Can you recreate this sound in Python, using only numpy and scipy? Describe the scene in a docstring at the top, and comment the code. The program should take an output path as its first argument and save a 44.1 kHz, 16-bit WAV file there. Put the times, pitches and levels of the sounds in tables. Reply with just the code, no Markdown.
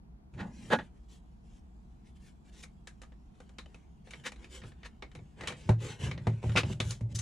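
"""Toy gun taken apart on a table

A printed plastic toy gun is taken apart by hand over a wooden table, close to a camera that stands on it.
Struck and slipping plastic is modal: damped modes with a noise crack and a noise tail. Fingers are noise friction
through the shell; knocks are force pulses into the table's modes. Squeal, drone, grip rumble and room are
shaped noise."""
import sys
import numpy as np
from scipy import signal
from scipy.fft import rfft, irfft, next_fast_len
from scipy.io import wavfile

SR = 44100
rng = np.random.default_rng(int(sys.argv[2]) if len(sys.argv) > 2 else 0)


def dump(signal):
    """Clip the signal to [-1, 1] and save it as 16-bit WAV at the path in sys.argv[1]."""
    limited = np.clip(np.atleast_2d(signal).T, -1, 1)
    pcm = np.round(limited * 32767).astype(np.int16)
    wavfile.write(sys.argv[1], SR, pcm)


N = 317961

# hollow plastic shell modes: pitch_hz, width_hz, drive_db (times width, before normalising)
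SHELL = [(501.5, 25, 12.5), (1040, 260, -19), (1875, 43, -9), (2301, 40, -6.5), (2584, 86, -8.5),
         (2864, 60, -9.5), (3020, 35, -6.5), (3257, 43, -10), (3560, 39, -9), (3710, 99, -11),
         (4400, 47, -16.5), (4784, 43, -7), (5160, 21, -3), (5400, 19, -31), (5600, 90, -7.5),
         (5810, 25, -24.5), (6075, 28, -17.5), (6190, 42, -4.5), (7650, 330, -19.5), (8250, 52, -21)]
# colour of plastic on plastic or wood: pitch_hz, density_db (per Hz, relative)
PLASTIC = [(120, -15.5), (200, 5), (570, -2.5), (748, -2), (1150, -8.5), (1490, -14.5), (2250, -13.5),
           (3350, -21.5), (3870, -13.5), (4550, -19), (6190, -12), (8880, -16), (9900, -22), (14200, -44.5),
           (15000, -48.5)]
# ranges of a contact's body, clack and snap: low_hz, high_hz
BANDS_HZ = [(300, 1200), (1200, 4200), (4200, 14000)]
CLICK_S = .012   # first moments of a click, over which its levels hold


def from_db(db):
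    """Decibels to gain."""
    return 10 ** (np.asarray(db) / 20)


def rms(x):
    """Root mean square."""
    return np.sqrt(np.mean(x ** 2) + 1e-20)


def seconds(length_s):
    """Sample times of a short stretch."""
    return np.arange(int(length_s * SR)) / SR


def add(track, sound, start_s):
    """Mix a sound into a track from start_s on."""
    at = int(round(start_s * SR))
    track[..., at:at + sound.shape[-1]] += sound[..., :N - at]


def cut(x, hz, kind, order=3):
    """Butterworth filter."""
    sos = signal.butter(order, hz, kind, fs=SR, output="sos")
    return signal.sosfilt(sos, x)


def peak(x, hz, width_hz, gain_db):
    """Raise or lower one resonant band."""
    hz = np.clip(hz, 20, .45 * SR)
    b, a = signal.iirpeak(hz, hz / width_hz, fs=SR)
    return x + (from_db(gain_db) - 1) * signal.lfilter(b, a, x)


def fade(t, t60_s):
    """Free decay, 60 dB down after t60_s."""
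    return np.exp(-np.log(1000) * t / t60_s)


def swell(start_s, end_s, rise_db_per_s, fall_db_per_s):
    """Attack, hold and release in dB: 0 from start to end, falling to -120 on both sides."""
    t = np.arange(N) / SR
    before = rise_db_per_s * np.maximum(start_s - t, 0)
    after = fall_db_per_s * np.maximum(t - end_s, 0)
    return np.maximum(-before - after, -120)


def coloured(spectrum, size):
    """Two unrelated noises of a given colour, joint rms 1."""
    hz, density_db = np.transpose(spectrum)
    padded = next_fast_len(size)
    bins_hz = np.maximum(np.arange(padded // 2 + 1) * SR / padded, 1)
    gain = from_db(np.interp(np.log(bins_hz), np.log(hz), density_db))
    gain = gain * (bins_hz > hz[0] / 2)
    noise = irfft(rfft(rng.standard_normal((2, padded))) * gain, padded)[:, :size]
    return noise / rms(noise)


def stereo(pair, side_db):
    """The first signal is shared by both ears, the second sets them apart."""
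    return pair[0] + from_db(side_db) * pair[1] * np.array([[1], [-1]])


def narrowed(x):
    """Draw the bass to the middle: close microphones hear the same below 420 Hz."""
    middle, side = (x[0] + x[1]) / 2, (x[0] - x[1]) / 2
    return stereo([middle, cut(side, 420, "high", order=2)], side_db=0.5)


def body(modes, colour, crack_db, crack_t60_s, held_t60_s, tail_db, tail_t60_s, side_db):
    """Answer of a part to one touch: a crack of dense modes, the main modes damped by the hand, then the room."""
    t = seconds(.17)
    hz, width_hz, drive_db = np.transpose(modes)[:, :, None]
    # each contact point feeds the modes differently
    scatter_db = 2.5 * rng.standard_normal(hz.shape)
    strength = width_hz * from_db(drive_db + scatter_db)
    phase = 2 * np.pi * rng.random((2, len(hz), 1))
    waves = np.sin((2 * np.pi * hz * t + phase).astype(np.float32))
    rings = (strength * np.exp(-np.pi * width_hz * t) * waves).sum(axis=1)
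    rings = rings * fade(t, held_t60_s)   # hand damping on top of each mode's own
    crack = coloured(colour, len(t)) * fade(t, crack_t60_s)
    tail = coloured(colour, len(t)) * fade(t, tail_t60_s)
    near = rings / rms(rings) + from_db(crack_db) * crack / rms(crack)
    return stereo(near, side_db) + from_db(tail_db) * stereo(tail / rms(tail), side_db=-5.0)


def voiced(sound, levels_db, length_s):
    """Set how much body, clack and snap a contact has over its first moments."""
    sound = cut(sound, 150, "high", order=2)   # little sound below 150 Hz
    low = cut(sound, BANDS_HZ[0][1], "low")
    middle = -cut(sound, BANDS_HZ[1], "band")
    high = cut(sound, BANDS_HZ[2][0], "high")
    out = 0
    for part, band_hz, db in zip([low, middle, high], BANDS_HZ, levels_db):
        heard = cut(part.mean(axis=0), band_hz, "band")[:int(length_s * SR)]
        out = out + part * from_db(db) / rms(heard)
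    return out


def slips(start_s, hardest_s, end_s, per_s, swell_db):
    """Stick and slip over print ridges: unevenly spaced tiny blows that swell and let go."""
    t = start_s + seconds(max(end_s - start_s, CLICK_S))
    count = 400
    gaps_s = rng.gamma(2, 1 / (2 * per_s), count)
    at = (np.cumsum(gaps_s) * SR).astype(int)
    inside = at < len(t)
    blows = np.zeros(len(t))
    blows[at[inside]] = rng.choice([-1, 1], count)[inside]
    effort_db = np.interp(t, [start_s, hardest_s, end_s], [-swell_db, 0, -swell_db])
    return blows[None] * from_db(effort_db)


def clicks(seating_s):
    """Single sharp touches: the piece that is hit rings above the shell, and takes a moment to seat."""
    # plastic touching plastic: start_s, body_db, clack_db, snap_db, piece_ring_hz
    touches = [(2.636, -62, -53, -60, 2210), (2.8721, -59.5, -51.5, -55.5, 1650),
               (3.017, -59.5, -59, -61, 1690), (3.033, -62, -61.5, -77, 1230),
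               (3.12, -65, -70.5, -85, 1825), (3.4018, -55, -64, -68.5, 1500), (3.492, -66, -69, -72, 1500),
               (3.584, -55, -48.5, -57, 3950), (3.6588, -60.5, -62, -75, 2990),
               (3.744, -60, -58, -68.5, 2570), (4.072, -59.5, -63.5, -86, 1710),
               (4.1075, -74, -53.5, -57.5, 2700), (4.135, -59, -47, -70, 2186),
               (4.319, -57, -54, -59.5, 2370), (4.36, -65, -65, -73, 3950),
               (4.443, -65.5, -54.5, -66, 2350), (4.6165, -64, -57.5, -82, 1820),
               (4.636, -55, -57, -82, 1320), (4.718, -67, -64.5, -89, 1770), (4.831, -63, -55, -74, 1860),
               (5.0227, -49, -48.5, -66.5, 2170), (5.115, -91, -64, -76, 1630),
               (5.1505, -54, -56.5, -63, 2206), (5.189, -58.5, -67, -86, 2220),
               (5.409, -50.5, -47.5, -60, 1880), (5.435, -45.5, -50, -64, 1840),
               (5.4728, -62, -38, -44, 2820), (5.481, -48.5, -41, -51, 3200),
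               (5.502, -46.5, -48, -61, 2270), (5.521, -50, -50, -63, 1900), (5.691, -31, -43.5, -52, 1570),
               (6.112, -48, -42.5, -61, 2260), (6.177, -52, -52.5, -73, 1934),
               (6.2687, -32, -46, -57, 2120), (6.4283, -51, -59.5, -69, 2660),
               (6.439, -41.5, -61, -67, 2670), (6.494, -51, -50.5, -74, 1410),
               (6.519, -61, -53.5, -69, 3080), (6.632, -42, -44.5, -65, 2500),
               (6.727, -67, -54.5, -59, 2970), (6.8011, -40.5, -33.5, -43, 3430),
               (6.9069, -56, -51.5, -41.5, 4450), (6.918, -63, -54, -55, 7000),
               (7.0086, -54.5, -66, -67, 2110), (7.1563, -71, -74, -44.5, 5980),
               (7.188, -80, -62, -40.5, 6200)]
    out = np.zeros((2, N))
    for start_s, *levels_db, ring_hz in touches:
        hit = body(SHELL, PLASTIC, crack_db=3, crack_t60_s=0.029, held_t60_s=0.29,
                   tail_db=2, tail_t60_s=0.14, side_db=-13.0)
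        hit = hit * (1 - np.exp(-np.arange(hit.shape[1]) / SR / seating_s))
        hit = peak(hit, ring_hz, width_hz=170, gain_db=9.5)
        add(out, voiced(hit, levels_db, CLICK_S), start_s)
    return out


def scrapes(count=4):
    """Tight parts slip along each other at several points and rattle the shell."""
    # parts slipping: start_s, hardest_s, end_s, body_db, clack_db, snap_db, piece_ring_hz
    part_slips = [(2.614, 2.632, 2.655, -72, -65, -59.5, 2370),
                  (4.236, 4.265, 4.292, -51, -42.5, -50.5, 1860),
                  (4.836, 4.857, 4.875, -61.5, -53, -63, 1840),
                  (6.554, 6.562, 6.57, -38, -30.5, -47.5, 2840),
                  (6.57, 6.568, 6.612, -37, -28, -41.5, 2483), (7.144, 7.152, 7.178, -86, -59.5, -47, 6200),
                  (7.175, 7.19, 7.21, -79, -53.5, -71, 6100)]
    out = np.zeros((2, N))
    for start_s, hardest_s, end_s, *levels_db, ring_hz in part_slips:
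        sound = 0
        for _ in range(count):
            shell = body(SHELL, PLASTIC, crack_db=2.0, crack_t60_s=0.066, held_t60_s=1.0,
                         tail_db=-7.5, tail_t60_s=0.13, side_db=-12.0)
            blows = slips(start_s, hardest_s, end_s, per_s=360, swell_db=23.5)
            sound = sound + signal.fftconvolve(shell, blows)
        sound = peak(sound, ring_hz, width_hz=190, gain_db=7)
        add(out, voiced(sound, levels_db, end_s - start_s), start_s)
    return out


def drags(count=5):
    """The stock judders over the wood on several edges as it is picked up."""
    # stock dragged on wood: start_s, hardest_s, end_s, body_db, clack_db, snap_db, piece_ring_hz
    stock_drags = [(0.334, 0.339, 0.38, -71, -71, -79.5, 2320), (0.372, 0.407, 0.45, -51.5, -51, -71, 1860),
                   (0.423, 0.425, 0.52, -53.5, -81, -88, 1890),
                   (0.7, 0.732, 0.765, -27.5, -33.5, -52.5, 1644),
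                   (0.786, 0.788, 0.83, -46, -47, -74, 1790)]
    # modes of the stock resting on the table: pitch_hz, width_hz, drive_db (times width, before normalising)
    stock_modes = [(198, 30, -1.5), (245, 26, -9), (556, 123, 1), (579, 60, -6.5), (870, 85, 6),
                   (1009, 35, -8.5), (1460, 28, -4), (1662, 19, -1), (1880, 120, -12), (2560, 80, -14.5),
                   (3180, 770, -18.5)]
    out = np.zeros((2, N))
    for start_s, hardest_s, end_s, *levels_db, ring_hz in stock_drags:
        sound = 0
        for _ in range(count):
            stock = body(stock_modes, PLASTIC, crack_db=-6, crack_t60_s=.02, held_t60_s=0.36,
                         tail_db=-12, tail_t60_s=0.079, side_db=-10)
            blows = slips(start_s, hardest_s, end_s, per_s=450, swell_db=20.5)
            sound = sound + signal.fftconvolve(stock, blows)
        sound = peak(sound, ring_hz, width_hz=220, gain_db=8)
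        sound = cut(sound, 10080, "low", order=2)   # wood is a soft partner
        add(out, voiced(sound, levels_db, end_s - start_s), start_s)
    return out


def squeal():
    """Friction keeps one narrow high mode of the sliding stock ringing."""
    # thin squeal: time_s, level_db
    squeal_curve = [(0.51, -90), (0.54, -70), (0.62, -78), (0.66, -65), (0.70, -102)]
    centre_hz, width_hz = 5730, 95
    t = np.arange(N) / SR
    time_s, level_db = np.transpose(squeal_curve)
    band_hz = [centre_hz - width_hz / 2, centre_hz + width_hz / 2]
    tone = cut(rng.standard_normal((2, N)), band_hz, "band", order=2)
    sliding = (t > time_s[0]) & (t < time_s[-1])
    gain = sliding * from_db(np.interp(t, time_s, level_db))
    return gain * stereo(tone / rms(tone), side_db=-13)


def stroke_levels():
    """Level of rasp and hiss in dB: the strongest stroke of the moment, or else the holding fingers."""
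    # light strokes over ribbed plastic: start_s, hardest_s, end_s, rasp_db, hiss_db
    strokes = [(0.357, 0.44, 0.6, -70, -71), (0.534, 0.7, 0.79, -64, -61),
               (0.80, 0.832, 0.88, -66.5, -71.5), (0.924, 0.97, 0.99, -78, -79.5),
               (1.092, 1.126, 1.18, -74, -64), (1.433, 1.584, 1.60, -81, -73),
               (2.047, 2.075, 2.11, -76, -71.5), (2.155, 2.171, 2.18, -78, -69.5),
               (2.203, 2.29, 2.314, -74.5, -67.5), (2.446, 2.546, 2.5, -70, -68.5),
               (2.529, 2.623, 2.616, -67, -59.5), (3.33, 3.352, 3.6, -78.5, -78.5),
               (3.655, 3.72, 3.89, -74.5, -77.5), (4.047, 4.07, 4.26, -72, -70),
               (4.106, 4.143, 4.23, -66, -65), (4.388, 4.435, 4.48, -63, -67.5),
               (4.51, 4.56, 4.59, -57.5, -53), (4.63, 4.67, 4.71, -66.5, -63),
               (4.75, 4.808, 4.96, -73.5, -78.5), (5.05, 5.151, 5.6, -79.5, -79),
               (5.382, 5.45, 5.56, -53, -63.5), (5.565, 5.57, 5.72, -62.5, -61),
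               (5.81, 5.875, 5.95, -49.5, -50), (6.0, 6.054, 6.093, -46, -49.5),
               (6.192, 6.273, 6.5, -68, -70), (6.424, 6.463, 6.64, -57, -57.5),
               (6.65, 6.738, 6.735, -55.5, -52.5), (6.83, 6.905, 6.95, -59.5, -53),
               (7.102, 7.127, 7.13, -66.5, -62.5)]
    swell_db, ease_db = 8.5, 8   # depth of the arch before and after the hardest moment
    bite_db_per_s, release_db_per_s = 698.5, 300
    t = np.arange(N) / SR
    # with the stock in hand, the holding fingers never quite stop rubbing
    held_db = swell(0.33, N / SR, bite_db_per_s, release_db_per_s)
    rasp_level_db, hiss_level_db = -90.5 + held_db, -84 + held_db
    for start_s, hardest_s, end_s, rasp_db, hiss_db in strokes:
        away = np.interp(t, [start_s, hardest_s, end_s], [-1, 0, 1])
        effort_db = -np.where(away < 0, swell_db, ease_db) * away ** 2
        effort_db = effort_db + swell(start_s, end_s, bite_db_per_s, release_db_per_s)
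        rasp_level_db = np.maximum(rasp_level_db, rasp_db + effort_db)
        hiss_level_db = np.maximum(hiss_level_db, hiss_db + effort_db)
    return rasp_level_db, hiss_level_db


def rubbing(grain_db, grain_hz, catch_db, catch_hz, split_hz, size=4096):
    """Light friction catches and lets go; its fine grains sound through the shell as a rasp with a hiss above it."""
    # colour of finger friction: pitch_hz, density_db (per Hz, relative)
    skin = [(180, -36), (300, -11.5), (383, 1.5), (616, -10.5), (691, -22), (828, -6), (1330, -16.5),
            (1540, -8.5), (1970, -11), (3220, -10), (4390, -19.5), (7790, -16.5), (10300, -26.5),
            (14000, -52), (15000, -47)]
    snags_per_s, snag_db = 70, 24   # catches on a print ridge; largest size against the fine grain
    grain = cut(rng.standard_normal(N), grain_hz, "low", order=2)
    catching = cut(rng.standard_normal(N), catch_hz, "low", order=2)
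    force_db = grain_db * grain / rms(grain) + catch_db * catching / rms(catching)
    snags = (rng.random(N) < snags_per_s / SR) * rng.uniform(-1, 1, N)
    force = rng.standard_normal(N) * from_db(force_db) + from_db(snag_db) * snags
    friction, blend = np.zeros((2, N)), np.sqrt(np.hanning(2 * size))
    # the contact point wanders, so the shell answers a little differently from moment to moment
    for at in range(0, N - size, size):
        shell = body(SHELL, skin, crack_db=15.0, crack_t60_s=0.044, held_t60_s=0.061,
                     tail_db=-3, tail_t60_s=0.19, side_db=-8.0)
        stretch = force[at:at + 2 * size]
        stretch = stretch * blend[:len(stretch)]
        add(friction, signal.fftconvolve(shell, stretch[None]), at / SR)
    rasp, hiss = cut(friction, split_hz, "low"), cut(friction, split_hz, "high")
    rasp = rasp / rms(cut(rasp, BANDS_HZ[1], "band"))   # level counts in the clack range
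    hiss = hiss / rms(hiss)
    rasp_db, hiss_db = stroke_levels()
    return rasp * from_db(rasp_db) + hiss * from_db(hiss_db)


def push(contact_s):
    """Half-sine force of unit impulse; the longer the contact, the deeper the boom."""
    force = np.sin(np.pi * seconds(contact_s) / contact_s)
    return force / force.sum()


def table(stiff_hz, apart_hz):
    """A part lands edge first, then with its weight, and rebounds softly; the table top booms."""
    # knocks reaching the table: start_s, push_db, contact_s, edge_db (first touch against the push)
    knocks = [(5.696, -16.5, 0.0024, -11.5), (6.2741, -21.5, 0.0025, -16.5), (6.443, -32.5, 0.0021, -15),
              (6.465, -25, 0.0075, -11), (6.493, -30, 0.0038, -25), (6.56, -25, 0.0023, -7.5),
              (6.638, -30, 0.0067, -10), (6.705, -35, 0.0018, -12), (6.803, -33.5, 0.0017, -24),
              (6.854, -30, 0.0057, -30), (7.014, -32, 0.0034, -21.5), (7.030, -29.5, 0.0054, -27),
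              (7.147, -31, 0.0056, -24), (7.191, -34.5, 0.0061, -28)]
    # modes of the table: pitch_hz, level_db, t60_s
    table_modes = [(112.5, 4, 0.33), (156, -4.5, 0.16), (208, 3, 0.055), (235, -9.5, 0.1),
                   (377.4, -1.5, 0.077), (519, -4.5, 0.068), (613, 4.5, 0.085), (755, -2.5, 0.064),
                   (877, -3, .06), (892, -3, .05), (978, 1, .05)]
    edge_lead_s, edge_contact_share = 0.00511, 0.26
    rebound_s, rebound_db, rebound_contact_share = 0.0156, -22.5, 1.3
    force, t = np.zeros(N), seconds(.6)
    for start_s, push_db, contact_s, edge_db in knocks:
        edge = from_db(push_db + edge_db) * push(contact_s * edge_contact_share)
        weight = from_db(push_db) * push(contact_s)
        rebound = from_db(push_db + rebound_db) * push(contact_s * rebound_contact_share)
        add(force, edge, start_s - edge_lead_s)
        add(force, weight, start_s)
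        add(force, rebound, start_s + rebound_s)
    boom = 0
    for k, (hz, level_db, t60_s) in enumerate(table_modes):
        # the higher the mode, the more its phase differs between the ears
        phase = (-1) ** k * hz / apart_hz * np.array([[1], [-1]])
        ring = fade(t, t60_s) * np.sin(2 * np.pi * hz * t + phase)
        boom = boom + from_db(level_db) * ring
    sound = signal.fftconvolve(force[None], boom)[:, :N]
    return cut(sound, stiff_hz, "high", order=2)   # the boom carries no deep sub-bass


def pressing(rows):
    """Gain that comes on with the hand's weight, holds and relaxes; the strongest row counts."""
    levels_db = [db + swell(start_s, end_s, rise_db_per_s=450.5, fall_db_per_s=223.5)
                 for start_s, end_s, db in rows]
    return from_db(np.max(levels_db, axis=0))


def drone():
    """Sliding on the wood keeps the hollow stock's lowest modes sounding: band noise."""
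    # stock sliding on wood: start_s, end_s, level_db
    slides = [(0.41, 0.46, -43), (0.49, 0.68, -53), (0.73, 0.78, -41)]
    hum = cut(rng.standard_normal((2, N)), [167, 245], "band", order=2)
    return pressing(slides) * stereo(hum / rms(hum), side_db=-17)


def handling():
    """The hands rumble through the table while they shift their grip: coloured noise."""
    # hand shifting its weight on the gun: start_s, end_s, level_db
    grips = [(0.37, 0.42, -39.5), (0.64, 0.806, -51), (4.17, 4.2, -54), (4.643, 4.663, -46),
             (5.165, 5.22, -48.5), (5.394, 5.534, -50.5), (5.668, 5.9, -43), (6.035, 6.09, -32.5),
             (6.128, 6.23, -40), (6.28, 6.336, -37), (6.46, 6.62, -39.5), (6.65, 6.718, -34),
             (6.826, 6.917, -40.5), (7.06, 7.17, -43.5)]
    # colour of the rumble: pitch_hz, density_db (per Hz, relative)
    rumble = [(26, -36), (45, -18.5), (86, 2), (124, 5), (141, 2), (299, -19), (378, -13.5), (442, -31),
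              (496, -25.5), (619, -22.5), (686, -54.5), (834, -30), (1000, -40.5), (1300, -56.5),
              (2200, -120)]
    return pressing(grips) * stereo(coloured(rumble, N), side_db=-26.0)


def room_tone():
    """Steady coloured noise: the room's rumble is alike in both ears, its hiss is not."""
    # colour of the quiet room: pitch_hz, density_db (per Hz, relative)
    room_colour = [(12, -46.5), (20, -13), (64, 1), (84, -16), (189, -10.5), (242, -16), (263, -25),
                   (302, -22), (497, -35), (540, -41), (713, -31), (1240, -43), (1780, -50), (3460, -57),
                   (15000, -68.5)]
    shared, apart = from_db(-53.5) * coloured(room_colour, N)
    return stereo([shared, cut(apart, 700, "high", order=1)], side_db=4.5)


def scene():
    """Plastic, table and room together; the plastic's treble leans to the left."""
    rub = rubbing(grain_db=2.0, grain_hz=510, catch_db=0.5, catch_hz=70.1, split_hz=2940)
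    plastic = narrowed(clicks(seating_s=0.00061) + scrapes() + drags() + squeal() + rub)
    lean = 0.3 * cut(plastic, 6500, "high", order=1) * np.array([[1], [-1]])
    knocking = narrowed(table(stiff_hz=73, apart_hz=1150))
    return plastic + lean + knocking + drone() + handling() + room_tone()


def record(dry):
    """The camera's housing colours the treble; the deepest bass is thinned and the top is cut."""
    # housing over the microphones: pitch_hz, width_hz, gain_db
    housing = [(4450, 370, 1.5), (8530, 540, -13), (10000, 1400, 2), (12000, 1200, -7)]
    for hz, width_hz, gain_db in housing:
        dry = peak(dry, hz, width_hz, gain_db)
    dry = cut(dry, 22, "high", order=2)
    top_cut = signal.cheby2(14, 70, 16000, fs=SR, output="sos")   # order, stopband dB, stopband edge Hz
    return signal.sosfilt(top_cut, dry)


dry = scene()
out = record(dry)
dump(out)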